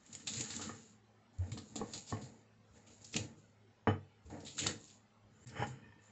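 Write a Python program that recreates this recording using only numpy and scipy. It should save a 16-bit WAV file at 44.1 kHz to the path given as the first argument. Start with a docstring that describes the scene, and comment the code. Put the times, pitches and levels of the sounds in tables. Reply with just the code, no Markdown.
"""A hand crushes shallots with a stone pestle in a shallow stone mortar on a cloth-covered table.
Five strokes follow one another in a quiet, softly humming kitchen: bulbs crackle, split and now and then
squeak (shaped noise), the pestle knocks (ringing modes) and drags (streams of tiny slips), and the table
booms (low sine swells). In the last stroke a far bird chirps (sliding sines), the sound cuts out for a moment,
and a spoon scrapes the pulp together (slips that ring its modes)."""
import sys
import numpy as np
from scipy import signal
from scipy.io import wavfile
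from scipy.ndimage import uniform_filter1d

SR = 44100
rng = np.random.default_rng(int(sys.argv[2]) if len(sys.argv) > 2 else 0)


def persist_wave(psi):
    """Save psi, clipped to +-1, as 16-bit WAV."""
    counts = np.round(np.clip(psi, -1, 1) * 32767).astype(np.int16)
    wavfile.write(sys.argv[1], SR, np.atleast_2d(counts).T)


N = 269451

# ringing tones of mortar and table: (pitch_hz, relative_db, free_ring_t60_s)
BODY_MODES = [(97.6, -4.5, 0.35), (105.6, -11, 0.38), (140, -16, 0.55), (164, -18.5, 0.25),
              (224.7, 8, 0.12), (296.3, 4.5, 0.079), (323.7, -5.5, 0.18), (436, -0.5, 0.13),
              (497, -12.5, 0.2), (544, -21.5, 0.058), (654, -21.5, 0.12), (738, -7.5, 0.11),
              (819, -13, 0.1), (938, -11, 0.092), (1073, -12, 0.086), (1160, -9.5, 0.082),
              (1253, -20.5, 0.16), (1280, -15, 0.033), (1365, -31.5, 0.3), (1713, -19.5, 0.1),
              (1800, -16, 0.17), (1950, -26, 0.05), (2030, -20.5, 0.033), (2230, -24, 0.16),
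              (2300, -26, 0.064), (2590, -29, 0.13)]
# ringing tones of the pestle: (pitch_hz, relative_db, ring_t60_s before the hand changes it)
PESTLE_MODES = [(3007, -2.5, 0.088), (3020, -30.5, 0.23), (5280, -3, 0.058), (6540, -12.5, 0.11),
                (7000, -14, 0.17)]


def gain_of(db):
    """Turn decibels into a multiplier."""
    return 10 ** (np.asarray(db) / 20)


def evened(x):
    """Scale x to an average strength (RMS) of one."""
    return x / np.sqrt(np.mean(x ** 2) + 1e-20)


def read(points, hz):
    """Look up a curve of (pitch_hz, value) points, straight between points on a log pitch scale."""
    f, value = np.transpose(points)
    return np.interp(np.log(hz + 1), np.log(f + 1), value)


def add(mix, s, sound):
    """Lay a sound into the mix at s seconds, cut off at the end of the mix."""
    part = mix[round(s * SR):][:len(sound)]
    part += sound[:len(part)]


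def band(x, lo_hz, hi_hz):
    """Keep only the pitches between two limits, at a strength of one."""
    return evened(signal.sosfilt(signal.butter(3, [lo_hz, hi_hz], "band", fs=SR, output="sos"), x))


def steadied(x, lo_hz, hi_hz, hold_s):
    """A band of x with its beats evened out: the pitch wavers, the strength stays nearly steady."""
    x = band(x, lo_hz, hi_hz)
    power = abs(uniform_filter1d(x ** 2, round(hold_s * SR)))
    return band(x / np.sqrt(power + 0.046), lo_hz, hi_hz)


def colour(x, points):
    """Filter x to the given spectrum without sounding ahead of time (minimum phase)."""
    log_gain = np.log(gain_of(read(points, abs(np.fft.fftfreq(4096, 1 / SR)))))
    taps = np.fft.ifft(np.exp(np.conj(signal.hilbert(log_gain)))).real
    return signal.oaconvolve(x, taps[:2048])[:len(x)]


def stroke(column, shares=None):
    """Loudness curve of one column of the strokes, silent between them, each scaled by its share."""
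    # five strokes of the hand, each a list of (time_s, crunch_of_flesh_db, drag_of_pestle_db,
    # load_that_shakes_mortar_and_table_db), all before the shares
    stroke_rows = [
        [(0.0, -75, -75, -90), (0.142, -62, -66.5, -59.5), (0.222, -60.5, -65.5, -67), (0.258, -66, -81, -64),
         (0.27, -55, -60, -57.5), (0.386, -45.5, -63, -56.5), (0.408, -56, -58, -47.5), (0.48, -55, -58, -62),
         (0.532, -49.5, -56, -55.5), (0.706, -59.5, -56.5, -54), (0.934, -71.5, -82, -78.5),
         (1.0, -102, -77, -97)],
        [(1.33, -79.5, -75, -76), (1.38, -78, -68, -71), (1.426, -75, -56.5, -58), (1.46, -69, -58, -60),
         (1.57, -70.5, -67, -51), (1.704, -66.5, -73, -65), (1.81, -69, -49.5, -45.5), (1.918, -60, -62, -64),
         (1.95, -52, -54.5, -52.5), (2.056, -64.5, -75, -70.5), (2.112, -49, -61, -63), (2.122, -66, -48, -44),
         (2.424, -79.5, -73, -73.5), (2.45, -103, -76, -76)],
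        [(2.65, -87, -79, -61), (2.66, -94, -100, -88), (2.77, -69, -62.5, -68), (2.84, -79.5, -68.5, -80),
         (2.918, -66.5, -68, -61.5), (3.004, -71.5, -78, -81), (3.016, -64, -62, -68), (3.112, -64, -91, -72),
         (3.162, -51, -49, -39), (3.354, -86, -67.5, -63), (3.388, -73, -111, -60.5), (3.55, -91, -101, -109)],
        [(4.2, -99, -85, -79), (4.214, -102, -98, -89), (4.266, -70, -86, -66), (4.292, -76, -76, -66),
         (4.304, -75, -53, -49.5), (4.35, -73, -50.5, -50), (4.435, -70, -57.5, -55.5), (4.47, -61, -63, -57),
         (4.566, -61.5, -73, -63), (4.582, -48, -75, -59), (4.618, -64, -62.5, -49), (4.672, -73, -48.5, -41),
         (4.85, -64, -82, -68), (4.958, -70, -74.5, -79), (5.076, -101, -77, -91), (5.1, -92.5, -99, -92)],
        [(5.3, -86.5, -86, -68), (5.382, -79.5, -76.5, -70), (5.552, -71, -53, -54.5), (5.566, -74, -44.5, -54),
         (5.6, -67, -41, -50), (5.63, -66.5, -36.5, -46), (5.676, -68.5, -53.5, -48.5), (5.778, -86, -62, -59),
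         (5.906, -96, -69.5, -61.5), (5.938, -94, -70, -77), (5.97, -101, -72, -58), (6.036, -72, -70, -86),
         (6.11, -78, -67, -73)],
    ]
    t, out = np.arange(N) / SR, np.zeros(N)
    for k, rows in enumerate(stroke_rows):
        rows = np.transpose(rows)
        gain = gain_of(np.interp(t, rows[0], rows[column], left=-200, right=-200))
        out += gain * (1 if shares is None else shares[k])
    return out


def grit(per_s, spread_db, smooth):
    """Clicks of uneven size at random moments, over a share of smooth noise."""
    size = gain_of(spread_db * np.minimum(rng.exponential(1, N), 4)) * rng.standard_normal(N)
    happens = rng.random(N) < per_s / SR
    return evened(size * happens) + smooth * rng.standard_normal(N)


def ring(modes, hard_hz, rise_ms=1., place_db=0., steep=3., wobble_db=0.):
    """All modes after a blow; a soft blow wakes only the low ones, the place struck weights them."""
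    t = np.arange(SR // 3) / SR
    hz, db, t60 = np.transpose(modes)[:, :, None]
    place, phase = rng.random((2, len(modes), 1))
    softness = np.sqrt(1 + (hz / hard_hz) ** (2 * steep))
    weight = gain_of(db + place_db * (place - .5)) / softness
    rise_s = rise_ms / 1000 * 300 / hz + 1e-4  # bass swells more slowly
    rise = 1 - np.exp(-t / rise_s)
    # uneven dying: one random value per 100 samples, smoothed, only above 500 Hz
    wobble = evened(uniform_filter1d(rng.standard_normal((len(modes), 221)), size=4))
    wobble = np.repeat(gain_of(wobble_db * wobble), 100, axis=1)[:, :len(t)]
    wobble = np.where(hz > 500, uniform_filter1d(wobble, size=100), 1)
    fade = gain_of(-60 * t / t60)
    return (weight * rise * wobble * fade * np.sin(2 * np.pi * (hz * t + phase))).sum(0)


def hush():
    """Kitchen hush: random short-time spectra whose narrow patches flicker like faint tones."""
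    air_db = -69.5
    # spectrum of the hush: (pitch_hz, relative_db)
    air = [(18, -36), (30, -8), (70, -28.5), (106, 2.5), (178, -29), (210, -0.5), (259, -23), (368, -14),
           (2140, -25), (7570, -37), (8120, -44.5), (10600, -70.5), (17900, -120)]
    frames, hz = N // 256 + 5, np.fft.rfftfreq(1024, 1 / SR)
    a, b, patches = rng.standard_normal((frames, 513, 3)).T
    patches = uniform_filter1d(patches, size=3, axis=0)  # across pitch
    patches = evened(uniform_filter1d(patches, size=12, axis=1))  # across time
    spectra = (a + 1j * b) * gain_of(read(air, hz)[:, None] + 3.5 * patches)
    noise = signal.istft(spectra, nperseg=1024, noverlap=768)[1][:N]
    return gain_of(air_db) * band(noise, 30, 22000)


def hum():
    """A wavering low hum: noise squeezed into narrow bands, with its strength steadied."""
    # bands of the hum: (centre_hz, width_hz, level_db)
    hum_bands = [(106.25, 5.7, -71.5), (214.4, 19, -78), (397, 34, -87), (808, 12, -88)]
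    out = np.zeros(N)
    for hz, width, db in hum_bands:
        noise = rng.standard_normal(N)
        out += gain_of(db) * steadied(noise, hz - width / 2, hz + width / 2, 0.048)
    return out


def kitchen(x):
    """Echoes of the room: sparse taps of random sign, each band dying at its own speed."""
    # how long the room rings: (pitch_hz, t60_s)
    room_t60 = [(100, 0.31), (1000, 0.22), (8000, 0.25)]
    taps, starts = np.zeros(SR // 2), np.arange(200, SR // 2 - 20, 20)
    places = starts + rng.integers(0, 20, len(starts))
    taps[places] = rng.choice([-1., 1.], len(starts))
    hz, t, z = signal.stft(taps, SR, nperseg=256)
    fade = gain_of(-60 * t / read(room_t60, hz)[:, None])
    tail = signal.istft(z * fade, SR, nperseg=256)[1]
    return signal.fftconvolve(x, tail / np.linalg.norm(tail))[:N]


def bird():
    """A far bird: thin whistles that slide up and level off."""
    # calls: (start_s, length_s, start_hz, end_hz that the slide nears, level_db)
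    chirps = [(5.347, 0.035, 6500, 7400, -73), (5.397, 0.065, 6530, 7500, -68),
              (6.045, 0.049, 6800, 7300, -70)]
    out = np.zeros(N)
    for s, length, from_hz, to_hz, db in chirps:
        u = np.linspace(0, 1, round(length * SR))
        hz = to_hz + (from_hz - to_hz) * np.exp(-3.5 * u)
        swell = np.sin(np.pi * u) ** 0.62
        add(out, s, gain_of(db) * swell * np.sin(2 * np.pi * np.cumsum(hz) / SR))
    return out


def spoon():
    """A spoon scrapes the pulp together: light slips along the stone wake now one mode, now another."""
    # ringing tones of the spoon: (pitch_hz, relative_db, ring_t60_s)
    spoon_modes = [(942, 9, 0.057), (1750, 2, .06), (1806, 10.5, 0.053), (2490, 2.5, 0.095),
                   (2620, 2, 0.067), (3180, -1, 0.018)]
    # loudness of the scrape: (time_s, level_db)
    scoop = [(5.7, -90), (5.77, -77), (5.9, -68.5), (6.02, -73), (6.11, -80)]
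    t, out, slips = np.arange(N) / SR, np.zeros(N), grit(400, 4.5, 0.59)
    for mode in spoon_modes:
        touch = gain_of(3.3 * evened(uniform_filter1d(rng.standard_normal(N), size=2000)))
        out += signal.oaconvolve(touch * slips, ring([mode], SR))[:N]
    level_db = np.interp(t, *np.transpose(scoop), left=-200)
    return gain_of(level_db) * evened(out)


def thumps():
    """Weight lands and the table top bobs at a pitch set by the load on it."""
    # weight dropped on the table: (start_s, peak_db, pitch_hz, rise_ms, t60_s)
    thump_rows = [(0.364, -44, 122.6, 11, 0.15), (1.382, -30.5, 90.5, 20, 0.18),
                  (1.515, -36.5, 116, 7.6, 0.087), (2.123, -36.5, 108, 6.4, 0.15),
                  (2.214, -48, 128, 12, 0.21), (2.701, -61.5, 74.6, 6, 0.24),
                  (3.164, -39.5, 108, 8.4, 0.28), (3.874, -35, 101.3, 12, 0.099),
                  (4.248, -50.5, 76, 10, 0.23), (4.658, -63, 118, 4.7, 0.33), (5.456, -46.5, 120, 17, 0.15),
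                  (5.592, -34.5, 119, 8, 0.087), (5.689, -41.5, 130, 9.9, 0.2)]
    out, t = np.zeros(N), np.arange(SR // 2) / SR
    for s, db, hz, rise_ms, t60 in thump_rows:
        shape = (1 - np.exp(-t * 1000 / rise_ms)) ** 2 * gain_of(-60 * t / t60)
        add(out, s, gain_of(db) * shape / shape.max() * np.sin(2 * np.pi * hz * t))
    return out


def dragging():
    """Fine slips scrape dully through pulp, brightly on bare stone; duller jolts shake mortar and table."""
    held_share, grip = 0.52, .2  # shares of ring time left: mortar under the pestle, pestle in the hand
    rock_db = -3.5  # part of the load that rocks the table
    # sound of the drag through pulp: (pitch_hz, relative_db)
    pulp = [(300, -19), (600, 1), (850, 2), (1300, -10.5), (2500, -32.5), (6000, -46.5)]
    # sound of the drag on bare stone: (pitch_hz, relative_db)
    stone = [(400, -31), (800, 5.5), (1100, 2), (1700, 1), (2300, -1.5), (2800, -12), (3500, -34.5),
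             (9000, -38.5)]
    # per stroke: share of bare stone under the pestle (0-1)
    bare_share = [0.66, 0.32, 0.35, 0.23, 0.57]
    # per stroke, how much the dragged pestle rings: (low_modes_db, high_modes_db)
    sing_db = [(-11, -17), (-20, -18), (-18, -16), (-24, -22), (-11, -17.5)]
    # per stroke: part of the load that shifts the mortar on the cloth (db)
    shift_db = [-3, -5, -5, -3, -8]
    # per stroke: part of the load that drives the strongest mode of the mortar (db)
    roll_db = [1, -1.5, -6, -7, -7]

    held = np.multiply(BODY_MODES, [1, 1, held_share])
    bare = np.array(bare_share)
    body = ring(held, 3900)
    slips = grit(1800, 2.2, 1.1)
    # part of the scrape is heard through the mortar
    drive = slips + 0.47 * band(signal.oaconvolve(slips, body)[:N], 450, 4500)
    scrape = stroke(2, 1 - bare) * evened(colour(drive, pulp))
    scrape += stroke(2, bare) * evened(colour(drive, stone))

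    gripped = np.multiply(PESTLE_MODES, [1, 1, grip])
    low_sing = evened(signal.oaconvolve(slips, ring(gripped[:2], SR))[:N])
    high_sing = evened(signal.oaconvolve(slips, ring(gripped[2:], SR))[:N])
    low_share, high_share = gain_of(sing_db).T
    scrape += stroke(2, bare * low_share) * low_sing
    scrape += stroke(2, bare * high_share) * high_sing

    jolts = signal.oaconvolve(grit(300, 4.9, 0.66), ring(held, 380))[:N]
    shifting = stroke(3, gain_of(shift_db)) * steadied(jolts, 272, 580, 0.08)
    rocking = stroke(3) * gain_of(rock_db) * steadied(jolts, 65.4, 163.0, 0.03)
    rolling = stroke(3, gain_of(roll_db)) * steadied(jolts, 177.0, 256.3, 0.13)
    return scrape + rolling + shifting + rocking


def crushing():
    """Cells burst in a dense crackle; splits, squeaks and puffs each add a noise burst, sharp or slow."""
    pop_db = 7  # the first instant of a burst is louder
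    rise_share, tearing_db = 0.021, 2  # a burst opens in this share of its t60 and is uneven
    # splits, and a few faint squeaks, scrapes and puffs:
    # (start_s, peak_db, resonance_centre_hz, resonance_against_hiss_db, t60_s)
    burst_rows = [(0.063, -51, 2570, -13, 0.044), (0.127, -41.5, 4230, -15, 0.12),
                  (0.151, -33, 4670, -4.5, 0.021), (0.2717, -28.5, 3860, -0.5, 0.1),
                  (0.2828, -39.5, 4160, -12, 0.24), (0.3344, -33.5, 4030, -2.5, 0.13),
                  (0.362, -38, 2100, -9, 0.37), (0.395, -32.5, 4560, -7.5, 0.1),
                  (0.4077, -26.5, 4340, -8.5, 0.059), (0.4358, -37.5, 1810, -10.5, 0.29),
                  (0.5013, -35.5, 4370, 5, 0.15), (0.538, -42, 2140, 11, 0.03),
                  (0.5645, -29, 4250, -36, 0.049), (0.61, -34, 1240, -10.5, 0.33),
                  (1.3836, -52, 4100, -18, 0.082), (1.5168, -42.5, 3820, -4, 0.13),
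                  (1.5742, -41.5, 4230, 6, 0.11), (1.7565, -30.5, 3980, -9, 0.14),
                  (1.9348, -33, 4080, 0, 0.1), (1.9774, -38.5, 4400, -1, 0.054),
                  (2.067, -46, 4800, 10, 0.47), (2.168, -49.5, 2000, 20, 0.057),
                  (2.211, -48.5, 4200, -3, 0.36), (2.8663, -53.5, 2800, -3, 0.22),
                  (2.9063, -55, 2980, -6, 0.045), (3.045, -43, 5560, 33, 0.043),
                  (3.123, -38.5, 5330, 13, 0.53), (3.1418, -31, 2540, 12, 0.031),
                  (3.159, -44, 1496, 2, 0.042), (3.1632, -22, 2640, -7.5, 0.035),
                  (3.166, -29, 2570, -12, 0.033), (4.2971, -52, 1160, -3, 0.25),
                  (4.402, -52.5, 4640, 14, 0.082), (4.4485, -46.5, 4070, -3, 0.11),
                  (4.462, -40, 3830, 3.5, 0.22), (4.5532, -50, 3920, -3, 0.079),
                  (4.5793, -30.5, 1500, -7, 0.12), (4.5889, -26, 2800, -10.5, 0.16),
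                  (4.6166, -33, 3000, 0, 0.12), (4.63, -33, 1900, -4, .3), (4.6635, -30, 2600, -3, 0.06),
                  (4.6675, -19, 3800, -4, 0.05), (4.689, -35, 1700, 0, 0.2), (4.873, -52, 4800, 4, 0.32),
                  (4.899, -54.5, 3100, 11, 0.14), (5.47, -45.5, 5070, -0.5, 0.12),
                  (5.493, -50.5, 4800, 26, 0.073), (5.668, -46.5, 7060, -13, 0.13),
                  (5.706, -54, 7300, -3, 0.08)]
    # hiss of breaking flesh: (pitch_hz, relative_db)
    crunch = [(410, -25), (700, -14), (972, -21), (1340, -12.5), (1560, -22), (2680, -6.5), (3230, -10),
              (3840, -3), (5070, -5), (5970, -7), (6890, 6.5), (7560, 3.5), (8120, -20.5), (10600, -55),
              (17900, -120)]
    out = stroke(1) * evened(colour(grit(2000, 2.5, 0.8), crunch))
    t = np.arange(4000) / SR
    for s, db, hz, resonance_db, t60 in burst_rows:
        noise = rng.standard_normal(4000)
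        tear = gain_of(tearing_db * evened(uniform_filter1d(rng.standard_normal(4000), size=90)))
        resonance = signal.lfilter(*signal.iirpeak(hz, 3.5, SR), noise)
        burst = evened(colour(noise, crunch)) + gain_of(resonance_db) * evened(resonance)
        opening = np.minimum(t / (rise_share * t60), 1)
        fade = gain_of(pop_db * np.exp(-t / 0.0013) - 60 * t / t60)
        burst = burst * fade * opening * tear
        add(out, s, gain_of(db) * burst / abs(burst).max())
    return out


def knocks():
    """A short clack of contact, then mortar and table ring and the pestle chatters; brief contact is bright."""
    bass_rise_ms = 11  # swell of a 300 Hz mode, longer below and shorter above
    place_db, wobble_db = 5, 6  # the place struck favours some modes; hand and cloth make them die unevenly
    thud_db, thud_t60_s = -17, 0.21  # dull scatter of the blow under the ring, before the hand shortens it
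    clack_rise_ms, settle_s = 1.2, .01  # the clack opens; the pestle chatters against the stone
    rattle_db, pestle_soft_hz = -19.5, 3600  # chatter against pestle ring; the ring weakens above this
    # pestle meets stone: (start_s, peak_db, contact_ms, clack_against_ring_db, clack_hz, clack_t60_s,
    # second_clack_hz, second_against_first_db, pestle_against_ring_db,
    # share of the free ring time left by the pressing hand)
    knock_rows = [(0.503, -49, 0.45, 0, 1750, .02, 2600, -11, -30, 0.43),
                  (0.538, -56, 0.43, 2, 1800, .02, 2370, -12, -27, 0.25),
                  (0.594, -42.5, 1.1, -6, 1240, .03, 850, -6, -46, 0.98),
                  (0.693, -37.5, 0.44, -3, 1243, .025, 1820, -14, -53, 0.23),
                  (1.519, -44, 0.33, -4, 1950, .01, 1200, -1, -26, 0.17),
                  (1.57, -44.5, 0.54, -14, 890, .02, 1500, -14, -30, 0.77),
                  (1.756, -36.5, 1.4, -13.5, 460, .03, 1150, -1, -36, 0.68),
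                  (1.813, -28.5, 1.3, -7, 795, 0.039, 1102, -8, -50, 0.26),
                  (1.938, -55.5, 0.34, -3, 1860, .02, 1200, -15, -7, 1),
                  (2.124, -36.5, 1.08, 2, 1087, 0.041, 1800, -9, -27, 0.32),
                  (3.166, -40, 1.5, -16, 795, .02, 1490, -4, -40, .9),
                  (3.872, -19.5, 0.56, 0, 1830, 0.0064, 900, -2, -25, 0.75),
                  (4.664, -36.5, 0.93, 4, 1370, 0.034, 1990, -3, -8, 0.41),
                  (5.563, -42, .5, -2, 1800, .03, 1110, -2, -24, 0.43),
                  (5.6, -41, 0.72, 0, 845, .04, 1270, -5, -32, 0.26),
                  (5.623, -33.5, 0.91, 2.5, 826, 0.042, 1670, -12, -20, 0.39)]
    out, t = np.zeros(N), np.arange(SR // 3) / SR
    for s, db, contact_ms, clack_db, clack_hz, clack_t60, second_hz, second_db, pestle_db, free in knock_rows:
        hard_hz = 1000 / contact_ms
        pressed = np.multiply(BODY_MODES, [1, 1, free])
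        body = ring(pressed, hard_hz, bass_rise_ms, place_db, wobble_db=wobble_db)
        thud = band(rng.standard_normal(len(t)), 330, 1100 / contact_ms)
        thud = thud * gain_of(-60 * t / (thud_t60_s * free)) * (1 - np.exp(-t / 0.002))
        add(out, s, gain_of(db) * (body / abs(body).max() + gain_of(thud_db) * thud))

        turns = t[:400] * 1000 / contact_ms - 1.5  # time counted in contact lengths
        click = np.sin(2 * np.pi * 0.58 * turns) * np.exp(-(turns / 0.66) ** 2)
        add(out, s, gain_of(db + clack_db) * click / abs(click).max())

        clack = np.sin(2 * np.pi * clack_hz * t) + gain_of(second_db) * np.sin(2 * np.pi * second_hz * t)
        opening = 1 - np.exp(-(t * 1000 / clack_rise_ms) ** 2)
        clack = clack * opening * gain_of(-60 * t / clack_t60)
        add(out, s, gain_of(db + clack_db) * clack / abs(clack).max())

        pestle = ring(np.multiply(PESTLE_MODES, [1, 1, .25 + free]), pestle_soft_hz, wobble_db=1.)
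        pestle = pestle * (1 - np.exp(-t / settle_s)) ** 2
        add(out, s, gain_of(db + pestle_db) * pestle / abs(pestle).max())

        chatter = rng.standard_normal(4000) * t[:4000] * np.exp(-t[:4000] / settle_s)
        add(out, s, gain_of(db + pestle_db + rattle_db) * chatter / abs(chatter).max())
    return out


def scene():
    """All layers together; the knocks, the crushing and the bird also feed the room's echoes."""
    hits, crush = knocks(), crushing() + bird()
    echoes = kitchen(gain_of(-6.0) * hits + gain_of(-7.0) * crush)
    return (hits + crush + thumps() + dragging() + echoes + spoon() + hush() + hum())[None]


def record(dry):
    """The sound cuts out for a moment, and a filter takes away the highest treble."""
    edge_hz = 8250  # upper limit of the treble
    # the moment of silence: (from_s, to_s)
    dropout = (5.452, 5.460)
    t = np.arange(N) / SR
    silent = (t > dropout[0]) & (t < dropout[1])
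    on = uniform_filter1d(1. - silent, size=60)  # soft edges
    treble_limit = signal.firwin(301, edge_hz, window=("kaiser", 9), fs=SR)
    return signal.oaconvolve(dry * on, treble_limit[None], "same")


dry = scene()
out = record(dry)
persist_wave(out)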